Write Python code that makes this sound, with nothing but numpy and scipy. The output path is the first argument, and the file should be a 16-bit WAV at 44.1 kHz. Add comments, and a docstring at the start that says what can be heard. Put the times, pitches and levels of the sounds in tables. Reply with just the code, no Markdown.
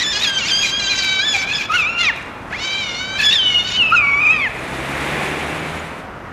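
"""From the start cats scream shrilly in undergrowth below a window, over the noise rumble of a town. Harmonic lines
on one wavering pitch break into half, third and quarter pitch and noisy rasp; nearby walls return an echo.
From 2.1 s noise bursts make leaves rustle and twigs snap. From 2.3 s a turbocharged vehicle fades in, built of
firing orders, tyre noise and a rising whistle; it accelerates past, loudest near 5.2 s.
From 4.4 s a small bird chatters in short falling sine notes."""
import sys
import numpy as np
from scipy import signal
from scipy.fft import rfft, irfft
from scipy.io import wavfile
from scipy.ndimage import uniform_filter1d

SR = 44100
rng = np.random.default_rng(int(sys.argv[2]) if len(sys.argv) > 2 else 0)


def wrap_up_sound(samples):
    """Save the sound to the file named by the first command line argument, as 16-bit audio."""
    columns = np.atleast_2d(samples).T
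    # keep every value between -1 and 1, then stretch to whole-number steps
    tamed = np.clip(columns, -1, 1)
    steps = np.round(tamed * 32767).astype(np.int16)
    wavfile.write(sys.argv[1], SR, steps)


N = 279014


def from_db(db):
    """Logarithmic level: decibels to amplitude gain."""
    return 10 ** (np.asarray(db) / 20)


def rms_one(x):
    """Power normalisation: scale to rms 1."""
    return x / np.sqrt(np.mean(x ** 2) + 1e-20)


def in_time(rows):
    """Linear interpolation: columns of a table joined by straight lines, one value a sample."""
    s, *columns = np.transpose(rows)
    return [np.interp(np.arange(N) / SR, s, c) for c in columns]


def at_hz(points, hz):
    """Spectral envelope: levels interpolated on a log-frequency axis."""
    return np.interp(np.log(hz), np.log(np.array(points)[:, 0]), np.array(points)[:, 1])


def between(start, end, fade):
    """Gating: open from start to end, with linear fades centred on both."""
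    t = np.arange(N) / SR
    return np.clip(np.minimum(t - start, end - t) / fade + .5, 0, 1)


def held(rows, fade):
    """Gating of tables: each column holds its value from start to end of its row, and is zero elsewhere."""
    gates = np.array([between(start, end, fade) for start, end, *values in rows])
    return np.array([values for start, end, *values in rows]).T @ gates


def drift(rate, size=N):
    """Random modulation: noise through a double one-pole low-pass at rate Hz; spread about 1."""
    r = np.exp(-2 * np.pi * rate / SR)
    noise = rng.standard_normal(size + SR // 4)
    return rms_one(signal.lfilter([1], [1, -2 * r, r * r], noise))[SR // 4:]  # drop the filter's start


def coloured(spectrum):
    """Spectral shaping: noise with the given spectrum; rms 1."""
    hz = np.maximum(np.fft.rfftfreq(N, 1 / SR), 1)
    return rms_one(irfft(rfft(rng.standard_normal(N)) * from_db(at_hz(spectrum, hz)), N))


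def band_noise(noise, low_hz, high_hz):
    """Band limitation: a band-pass filter leaves one region of the noise; rms 1."""
    band = signal.butter(2, [low_hz, high_hz], "band", fs=SR, output="sos")
    return rms_one(signal.sosfilt(band, noise))


# town rumble, relative spectral density: (f/Hz, level/dB per Hz)
TOWN_SPECTRUM = [(18, -37), (30, -5.5), (69, -8), (228, -8), (404, -11.5), (1170, -10.5), (1480, -12.5),
                 (2700, -24.5), (3680, -34), (15000, -54.5)]
TOWN_DB = -32


def town():
    """Broadband ambience: low-weighted noise whose level wavers slightly."""
    return from_db(TOWN_DB + 0.33 * drift(5.5)) * coloured(TOWN_SPECTRUM)


# passing vehicle: (t/s, firing rate f/Hz, engine level/dB, tyre roar level/dB, tyre hiss level/dB);
# the roar is played 0.5 dB lower and the hiss 7 dB higher
VEHICLE_PASS = [(2.3, 37.88, -57.5, -53.5, -60), (3.2, 47.26, -51, -49, -73), (3.93, 55, -42, -38, -60),
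                (4.45, 61.1, -44, -32.5, -54.5), (4.75, 66.26, -35.5, -26.5, -47),
                (5.2, 72.5, -31, -20.5, -43), (5.74, 79.8, -36, -27, -49.5), (6.0, 81.8, -51, -35.5, -56.5),
                (6.2, 83, -50, -59, -99)]
# engine orders: (multiple of firing rate, level/dB relative to the engine level)
ENGINE_ORDERS = [(1, -1.5), (2, 3), (3, -8), (4, -5), (5, -5.5)]
# tyre roar and tyre hiss, relative spectral density: (f/Hz, level/dB per Hz)
ROAR_SPECTRUM = [(100, -55.5), (143, -7), (174, -11.5), (295, -10), (826, -11), (1260, -14.5), (2320, -11),
                 (5000, -37), (6500, -72)]
HISS_SPECTRUM = [(2060, -28), (3500, 2), (4580, -7), (10200, -9.5), (12600, -20), (15000, -23)]
# turbo whistle: (t/s, f/Hz, level/dB)
TURBO_WHISTLE = [(2.7, 9300, -81), (3.3, 10820, -73), (4.6, 12170, -82), (4.85, 13000, -59),
                 (5.3, 14700, -59), (5.4, 15000, -80)]


def vehicle():
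    """Order spectrum: harmonics of the firing rate, with tyre noise that swells and fades and a rising whistle."""
    rate, engine_db, roar_db, hiss_db = in_time(VEHICLE_PASS)
    firings = np.cumsum(rate * (1 + 0.0024 * drift(8))) / SR
    engine = np.zeros(N)
    for k, db in ENGINE_ORDERS:
        order = np.sin(2 * np.pi * (round(k) * firings + rng.random()))
        engine += from_db(db + 2 * drift(3.4)) * order
    roar = from_db(roar_db - 0.5 + 0.27 * drift(9.8)) * coloured(ROAR_SPECTRUM)
    hiss = from_db(hiss_db + 7 + 1.1 * drift(13)) * coloured(HISS_SPECTRUM)
    hz, whistle_db = in_time(TURBO_WHISTLE)
    whistle_phase = 2 * np.pi * np.cumsum(hz * (1 + .002 * drift(30))) / SR
    whistle = from_db(whistle_db + 2.5 * drift(20)) * np.sin(whistle_phase)
    fade_in = between(VEHICLE_PASS[0][0], 7, 0.78)
    return fade_in * (from_db(engine_db) * engine + roar + hiss + whistle)


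# pairs of notes, high then low, each pair following sooner than the last
BIRD_START_S, BIRD_PAIR_S, BIRD_QUICKEN_S, BIRD_GAP_S, BIRD_PAIRS = 4.435, .125, .0012, .035, 13
BIRD_HIGH_HZ, BIRD_LOW_HZ, BIRD_HIGH_DB, BIRD_LOW_DB = 7400, 6700, -47, -43


def bird(note_s=0.005, fall=0.02):
    """Frequency modulation: falling sine notes under a Gaussian envelope, each a little different."""
    u = np.arange(-3 * note_s * SR, 3 * note_s * SR) / SR / note_s  # time in note widths
    out = np.zeros(N)
    for k in range(BIRD_PAIRS):
        s = BIRD_START_S + BIRD_PAIR_S * k - BIRD_QUICKEN_S * k * k
        high = (s, BIRD_HIGH_HZ, BIRD_HIGH_DB)
        low = (s + BIRD_GAP_S, BIRD_LOW_HZ, BIRD_LOW_DB)
        for at, hz, level_db in (high, low):
            late, sharp, loud = rng.standard_normal(3)
            i = int((at + 0.0016 * late) * SR) - len(u) // 2
            phase = 2 * np.pi * hz * (1 + 0.015 * sharp) * note_s * (u - fall * u ** 2 / 2)
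            out[i:i + len(u)] += from_db(level_db + 2.9 * loud) * np.exp(-u ** 2) * np.sin(phase)
    return out


# leaves brushed by the cats: (start t/s, end t/s, level/dB)
LEAF_RUSTLES = [(2.1, 2.3, -53), (2.48, 2.6, -57)]


def leaves():
    """Granular noise: fast level swings break a treble band into dense small crackles."""
    crackle = rng.standard_normal(N) * from_db(5.0 * drift(150))
    level = sum(from_db(db) * between(start, end, .04) for start, end, db in LEAF_RUSTLES)
    return level * band_noise(crackle, 4200, 8500)


# twigs and dry leaves snap under the cats: (t/s, peak level/dB, taken as 9 dB over the rms at onset)
TWIG_SNAPS = [(2.16, -38), (2.1744, -36), (3.0264, -38), (3.3844, -35), (3.904, -33)]


def twigs(decay_s=0.0047):
    """Impulsive excitation: each snap is a bright noise burst that decays exponentially in milliseconds."""
    t = np.arange(N) / SR
    bursts = np.zeros(N)
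    for s, db in TWIG_SNAPS:
        bursts += from_db(db - 9) * np.exp(-np.maximum(t - s, 0) / decay_s) * (t > s)
    return bursts * band_noise(rng.standard_normal(N), 5000, 13500)


YARD_T60_S, YARD_DB, WALL_CUT_HZ = 0.98, -11.5, 4200  # levels before the walls' low-pass
ECHO_S, ECHO_DB = .1052, -17.5


def yard(x):
    """Reverberation by convolution: near walls return a dull, dense tail; one far wall a single echo."""
    t = np.arange(int(1.2 * SR)) / SR
    tail = rng.standard_normal(len(t)) * from_db(-60 * t / YARD_T60_S) * (t > .025)
    tail *= from_db(YARD_DB) / np.sqrt(np.sum(tail ** 2))
    tail[round(ECHO_S * SR)] += from_db(ECHO_DB)
    tail = signal.sosfilt(signal.butter(2, WALL_CUT_HZ, fs=SR, output="sos"), tail)
    return signal.fftconvolve(x, tail)[:N]


# throat and mouth resonance: (f/Hz, level/dB)
THROAT_GAIN = [(800, -24.5), (1600, -11), (2400, -0.5), (3800, -6), (5000, -8.5), (7000, -12),
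               (8400, -30.5), (9600, -35), (12000, -40.5), (15000, -58)]


def partial(cycles, pitch, multiple):
    """Source-filter principle: one line of the voice, weighted by the throat; rms 1 at a throat gain of 0 dB."""
    hz = np.minimum(multiple * pitch, .45 * SR)
    wave = np.sin(2 * np.pi * (multiple * cycles + rng.random()))
    return np.sqrt(2) * from_db(at_hz(THROAT_GAIN, hz)) * wave


TEAR = .36  # depth of tearing per unit of chaos, before a doubling in torn()


def torn(chaos):
    """Random amplitude modulation: uneven cycles tear a line into fragments at roughly constant power."""
    depth = 2 * TEAR * chaos
    return (1 + depth * np.tanh(drift(140))) / np.sqrt(1 + depth ** 2)


# screams: (start t/s, end t/s, fundamental level/dB at usual effort)
SCREAM_SPANS = [(-1, 1.34, -30.5), (1.34, 1.666, -31), (1.684, 2.112, -30.5), (2.5, 3.18, -38),
                (3.18, 3.9, -39), (3.9, 4.485, -31)]
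# effort by phrase, as the level of the strongest lines before their constant gain: (t/s, level/dB)
EFFORT_CURVE = [
    [(0.0, -21), (0.022, -18), (0.188, -25), (0.256, -14), (0.35, -28), (0.37, -14), (0.402, -24),
     (0.438, -19), (0.45, -24), (0.534, -16), (0.602, -23), (0.642, -15), (0.7, -23)],
    [(0.722, -26), (0.732, -18), (0.858, -22), (0.922, -15), (0.96, -24), (1.13, -16), (1.15, -20),
     (1.212, -17), (1.228, -21), (1.29, -14), (1.312, -21), (1.34, -19)],
    [(1.34, -17), (1.36, -13), (1.378, -21), (1.426, -22), (1.434, -18), (1.468, -26), (1.492, -19),
     (1.554, -19), (1.568, -25), (1.624, -19), (1.632, -25), (1.68, -32)],
    [(1.706, -30), (1.752, -16), (1.778, -16), (1.794, -11), (1.816, -18), (1.872, -16), (1.932, -30),
     (2.004, -13), (2.058, -18), (2.098, -12), (2.117, -25)],
    [(2.5, -37), (2.52, -35), (2.53, -24), (2.542, -23), (2.578, -32), (2.636, -24), (2.772, -21),
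     (2.978, -28), (3.014, -23), (3.082, -28), (3.18, -24)],
    [(3.21, -16), (3.23, -18), (3.27, -11), (3.454, -16), (3.466, -11), (3.54, -20), (3.552, -10),
     (3.606, -15), (3.634, -26), (3.74, -22), (3.808, -9), (3.9, -20)],
    [(3.946, -24), (3.952, -17), (3.984, -8), (4.018, -15), (4.146, -13), (4.156, -17), (4.27, -10),
     (4.282, -14), (4.308, -9), (4.382, -23), (4.464, -15), (4.49, -31)],
]
USUAL_EFFORT_DB, FIRST_FOLLOWS = -18, .4  # share of the effort's swing in the fundamental
STRONG_LINES_DB = -.7  # constant gain of the second harmonic and half lines
# the fundamental leaps out or sinks: (start t/s, end t/s, lift level/dB)
YELP_LIFTS = [(0, .03, 9), (.28, .36, 5), (.38, .75, -4), (1.23, 1.34, 5), (1.697, 1.728, 22),
              (1.728, 1.77, 13), (3.0, 3.17, 9), (3.19, 3.37, 14), (3.918, 3.956, 24), (4.4, 4.49, -5)]
# overtones by phrase: (t/s, level/dB)
OVERTONE_CURVE = [
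    [(0.0, -25), (0.21, -27), (0.298, -21), (0.314, -30), (0.626, -23)],
    [(0.7, -26), (0.776, -32), (1.002, -26), (1.03, -31), (1.208, -32), (1.34, -23)],
    [(1.34, -24), (1.376, -31), (1.424, -28), (1.462, -45), (1.556, -32), (1.66, -38)],
    [(1.68, -51), (1.754, -30), (1.958, -47), (2.008, -27), (2.102, -39), (2.117, -51)],
    [(2.5, -50), (2.58, -44), (2.624, -31), (2.934, -37), (2.964, -35), (3.18, -39)],
    [(3.18, -40), (3.248, -28), (3.382, -31), (3.408, -37), (3.754, -36), (3.9, -47)],
    [(3.9, -48), (3.978, -35), (4.0, -48), (4.314, -41), (4.49, -48)],
]
# strong and weak cycles alternate:
# (start t/s, end t/s, half lines over second harmonic level/dB, upper half line over lower level/dB)
PERIOD_DOUBLINGS = [(.125, .2, -1, 4), (.245, .27, 2, -3), (.385, .41, 8, -7), (.45, .49, 6, -10),
                    (.63, .66, 9, -16), (.66, .71, 6, 5), (.795, .82, 15, 15), (.82, .84, 0, -12),
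                    (.84, .875, 10, 14), (.895, .95, 15, 2), (.955, 1.01, 2, 6), (1.015, 1.225, 5, 0),
                    (1.34, 1.53, 15, -14), (1.58, 1.66, 12, -18), (1.73, 1.77, -3, -25),
                    (2.0, 2.07, -5, -3), (2.575, 3.18, 1, -2), (3.18, 3.235, 10, -8),
                    (3.305, 3.335, 0, -16), (3.41, 3.49, -13, 6), (3.5, 3.555, -6, -7), (3.59, 3.77, -4, 6),
                    (4.325, 4.375, -12, -3)]
STEADY_HALVES_DB, DOUBLING_FADE_S, YELP_FADE_S = -31, .012, .014


def line_levels():
    """Power sharing: dB of the fundamental, lower half line, second harmonic, upper half line, overtones."""
    effort_db, = in_time(sum(EFFORT_CURVE, []))
    swing_db = effort_db - USUAL_EFFORT_DB
    starts, ends, scream_db = np.transpose(SCREAM_SPANS)
    scream = np.searchsorted(starts, np.arange(N) / SR) - 1
    first_db = uniform_filter1d(scream_db[scream], size=SR // 100) + FIRST_FOLLOWS * swing_db
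    first_db = first_db + held(YELP_LIFTS, YELP_FADE_S)[0] + 3.0 * drift(35)
    upper_db = in_time(sum(OVERTONE_CURVE, []))[0]
    rises = [(a, b, db - STEADY_HALVES_DB, lean) for a, b, db, lean in PERIOD_DOUBLINGS]
    rise_db, lean_db = held(rises, DOUBLING_FADE_S)
    low_db = STEADY_HALVES_DB + rise_db + np.minimum(-lean_db, 0)
    high_db = STEADY_HALVES_DB + rise_db + np.minimum(lean_db, 0)
    # the second harmonic and both half lines share the effort
    shared_power = 1 + from_db(low_db) ** 2 + from_db(high_db) ** 2
    second_db = effort_db + STRONG_LINES_DB - 10 * np.log10(shared_power)
    return first_db, second_db + low_db, second_db, second_db + high_db, upper_db


# pitch through each scream: (t/s, f/Hz)
PITCH_CURVE = [
    [(0.0, 1842), (0.024, 2034), (0.042, 1724), (0.12, 1770), (0.132, 1625), (0.195, 1700), (0.233, 1950),
     (0.261, 1645), (0.373, 1558), (0.392, 1543), (0.433, 1346), (0.473, 1506), (0.486, 1760),
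     (0.497, 1832), (0.513, 1567), (0.639, 1636), (0.688, 1555), (0.784, 1638), (0.88, 1560), (0.9, 1658),
     (0.95, 1559), (1.197, 1534), (1.263, 1750), (1.333, 1691)],
    [(1.369, 1558), (1.42, 1515), (1.45, 1553), (1.537, 1723), (1.582, 1707), (1.62, 1554), (1.642, 1699),
     (1.674, 1687)],
    [(1.684, 1020), (1.7, 1310), (1.713, 1220), (1.754, 1478), (1.84, 1144), (1.894, 1351), (2.023, 1412),
     (2.062, 1253), (2.079, 1212), (2.101, 907), (2.117, 803)],
    [(2.498, 620), (2.518, 660), (2.546, 1030), (2.6, 1456), (2.64, 1514), (2.794, 1576), (2.88, 1444),
     (2.955, 1420), (3.02, 1497), (3.163, 1562), (3.182, 1575)],
    [(3.193, 1756), (3.209, 1669), (3.225, 1760), (3.281, 1680), (3.344, 1870), (3.39, 1580), (3.474, 1475),
     (3.624, 1432), (3.682, 1512), (3.714, 1421), (3.783, 1535), (3.835, 1319), (3.897, 1300)],
    [(3.917, 1226), (3.945, 1459), (3.969, 1280), (4.033, 1137), (4.131, 1120), (4.192, 1161),
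     (4.218, 1248), (4.242, 1190), (4.26, 1262), (4.28, 1178), (4.314, 1275), (4.334, 1291), (4.438, 1078),
     (4.488, 774)],
]
# the pitch trembles fast: (start t/s, end t/s, share of pitch added to the steady tremble)
PITCH_FLUTTERS = [(1.37, 1.65, .015), (2.6, 3.02, .006), (2.5, 2.6, .035), (3.185, 3.235, .015),
                  (3.305, 3.35, .02), (4.36, 4.44, .01)]
FLUTTER_HZ, STEADY_FLUTTER = 70, .005  # mean rate; share of pitch that never stops trembling
GRAIN = .0045  # fast pitch grain, share of pitch outside chaos


def wavering_pitch(chaos, jitter=0.006, rough_jitter=.008):
    """Frequency modulation: slow jitter, chaotic jitter, fine grain and a tremble move the pitch in Hz."""
    wander = jitter * drift(39.4) + rough_jitter * chaos * drift(124.3)
    wander += GRAIN * (1 + 2 * chaos) * drift(402)
    pitch = uniform_filter1d(in_time(sum(PITCH_CURVE, []))[0], size=SR // 100) * (1 + wander)
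    tremble = np.sin(2 * np.pi * np.cumsum(FLUTTER_HZ * (1 + .3 * drift(15))) / SR)
    return pitch * (1 + (STEADY_FLUTTER + held(PITCH_FLUTTERS, .03)[0]) * tremble)


# the third harmonic rings out: (start t/s, end t/s, lift level/dB)
THIRD_HARMONIC_LIFTS = [(.51, .63, 4), (1.54, 1.585, 9), (2.04, 2.11, 8), (2.505, 2.555, 9),
                        (3.23, 3.31, 4), (4.385, 4.43, 10), (4.43, 4.48, 15)]
THIRD_SHARE_DB = -2.5  # the third harmonic's part of the overtones' level
OVERTONE_HZ = 4560  # where the throat's gain is taken as 0 dB for the overtones
FLICKER_DB = 4.5  # greatest swing of each overtone


def overtones(cycles, pitch, chaos, upper_db, halves, tilt_db=-2.0):
    """Harmonic series: multiples 3 to 8 of the pitch and the half lines above them, each flickering."""
    top = from_db(THIRD_SHARE_DB - at_hz(THROAT_GAIN, OVERTONE_HZ))
    tone = np.zeros(N)
    for k in range(3, 9):
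        weight = top * from_db(tilt_db * (k - 3))  # the folds give less at each higher multiple
        lift_db = held(THIRD_HARMONIC_LIFTS, .02)[0] if k == 3 else 0
        level = from_db(upper_db + lift_db + FLICKER_DB * np.tanh(2 * drift(14)))
        tone += weight * level * torn(chaos) * partial(cycles, pitch, k)
        # strong and weak cycles alternate: lines halfway between the harmonics
        half_level = halves * from_db(FLICKER_DB * np.tanh(2 * drift(20)))
        tone += weight * half_level * torn(chaos) * partial(cycles, pitch, k + .5)
    return tone


# the folds lock into a longer pattern: (start t/s, end t/s, cycles in the pattern, level/dB)
PATTERN_BREAKS = [(.12, .21, 4, -33), (.375, .47, 3, -36), (.64, .72, 4, -38), (.79, .94, 4, -34),
                  (.95, 1.03, 4, -31), (1.06, 1.2, 4, -41), (2.03, 2.07, 4, -36), (3.67, 3.77, 4, -37)]
BREAK_TILT_DB = 3  # per octave: the finer lines are brighter than the voice


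def add_breaks(tone, cycles, pitch):
    """Subharmonic locking: a pattern of several cycles adds lines at fractions of the pitch, in place."""
    for start, end, period, level_db in PATTERN_BREAKS:
        count = int(round(period))
        part = slice(int((start - .01) * SR), int((end + .01) * SR))
        lines = 0
        for k in range(count, 5 * count):
            if 2 * k % count == 0:  # whole and half lines sound already
                continue
            waver_db = 5.5 * drift(60, size=part.stop - part.start)
            gain = from_db(BREAK_TILT_DB * np.log2(k / count / 2) + waver_db)
            lines = lines + partial(cycles[part], pitch[part], k / count) * gain
        tone[part] += from_db(level_db) * between(start, end, .012)[part] * lines


# air through the teeth, relative spectral density: (f/Hz, level/dB per Hz)
SPRAY_SPECTRUM = [(5000, -32.5), (8000, -11), (9500, 1), (11000, -2), (12700, -3), (14000, -9),
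                  (15000, -12)]


def rasping_air(cycles, pitch, rasp, spray, rasp_depth=0.44):
    """Turbulence: noise and short-lived lines, pulsed once every two cycles of the folds."""
    # the rasp is part noise, part lines at thirds of the pitch
    thirds = [k for k in range(4, 15) if k % 3]
    shreds = rms_one(sum(partial(cycles, pitch, k / 3) * np.maximum(drift(110), 0) for k in thirds))
    # the treble spray is part noise, part broken lines at halves of the pitch
    splinters = np.zeros(N)
    for k in range(10, 17):
        line = from_db(at_hz(SPRAY_SPECTRUM, k * pitch / 2)) * np.sin(np.pi * k * cycles)
        splinters += line * np.maximum(drift(45), 0)
    air = rasp * (0.95 * coloured(THROAT_GAIN) + 0.85 * shreds)
    air += spray * (.75 * coloured(SPRAY_SPECTRUM) + .58 * rms_one(splinters))
    return air * np.exp(rasp_depth * np.cos(np.pi * cycles))


# the voice turns chaotic: (start t/s, end t/s, rasp level/dB, treble spray level/dB)
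RASP_SPELLS = [(0, 0.04, -27, -70), (0.211, 0.255, -27, -48), (0.474, 0.511, -26, -60),
               (0.622, 0.688, -33.5, -51), (0.93, 0.955, -30, -55), (1.03, 1.065, -36, -55),
               (1.34, 1.44, -32, -57), (1.477, 1.66, -36, -61), (1.71, 1.813, -36, -50),
               (1.977, 2.098, -39, -60), (2.5, 3.0, -47.5, -90), (3.184, 3.265, -28.5, -48),
               (3.3, 3.36, -27, -55), (3.42, 3.66, -45, -64), (3.68, 3.782, -37, -61),
               (3.899, 3.958, -48, -62)]


def cats(shimmer_db=1.4, breath_db=-9.5, hiss_db=-32.5):
    """Nonlinear phonation: whole, half and finer lines on one pitch; chaos shakes it and adds rasp."""
    first_db, low_half_db, second_db, high_half_db, upper_db = line_levels()
    spells = [between(start, end, 0.04) for start, end, rasp_db, spray_db in RASP_SPELLS]
    # louder rasp, more chaos
    chaos = sum(spell * np.clip((row[2] + 44) / 13, .3, 1) for spell, row in zip(spells, RASP_SPELLS))
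    pitch = wavering_pitch(chaos)
    cycles = np.cumsum(pitch) / SR
    tone = np.zeros(N)
    strong = zip((2, 3, 4, 5), (first_db, low_half_db, second_db, high_half_db))  # in half-pitch steps
    for k, db in strong:
        tone += np.sqrt(2) * from_db(db) * torn(chaos) * np.sin(np.pi * k * cycles)
    halves_over_second_db = np.maximum(low_half_db, high_half_db) - second_db
    halves = from_db(upper_db - 5.5 + .6 * np.minimum(halves_over_second_db, 0))
    tone += overtones(cycles, pitch, chaos, upper_db, halves)
    # the half pitch itself sounds once
    tone += from_db(-24.5) * between(1.338, 1.378, 0.011) * np.sin(np.pi * cycles)
    add_breaks(tone, cycles, pitch)
    # some air always leaks past the folds, more as the overtones grow
    rasp = from_db(upper_db + breath_db)
    spray = from_db(upper_db + hiss_db)
    for spell, row in zip(spells, RASP_SPELLS):
        rasp = rasp + spell * from_db(row[2])
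        spray = spray + spell * from_db(row[3])
    air = rasping_air(cycles, pitch, rasp, spray)
    voiced = sum(between(start, end, 0.016) for start, end, level_db in SCREAM_SPANS)
    return voiced * (tone * from_db(shimmer_db * drift(60)) + air * from_db(2.0 * drift(49)))


def scene():
    """Superposition: all sources and the cats' echo add at one microphone, sent alike to two channels."""
    voice = cats()
    mono = town() + vehicle() + bird() + leaves() + twigs() + yard(voice) + voice
    return np.vstack([mono, mono])


CUTOFF_HZ = 15400  # where the stopband begins, 75 dB down


def record(dry):
    """Band limitation and soft saturation: deep bass drops, peaks are rounded, the top is cut steeply."""
    dry = signal.sosfilt(signal.butter(3, 42, "high", fs=SR, output="sos"), dry)
    rounded = 1.2 * np.tanh(dry / 1.2)
    return signal.sosfilt(signal.cheby2(18, 75, CUTOFF_HZ, fs=SR, output="sos"), rounded)


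dry = scene()
out = record(dry)
wrap_up_sound(out)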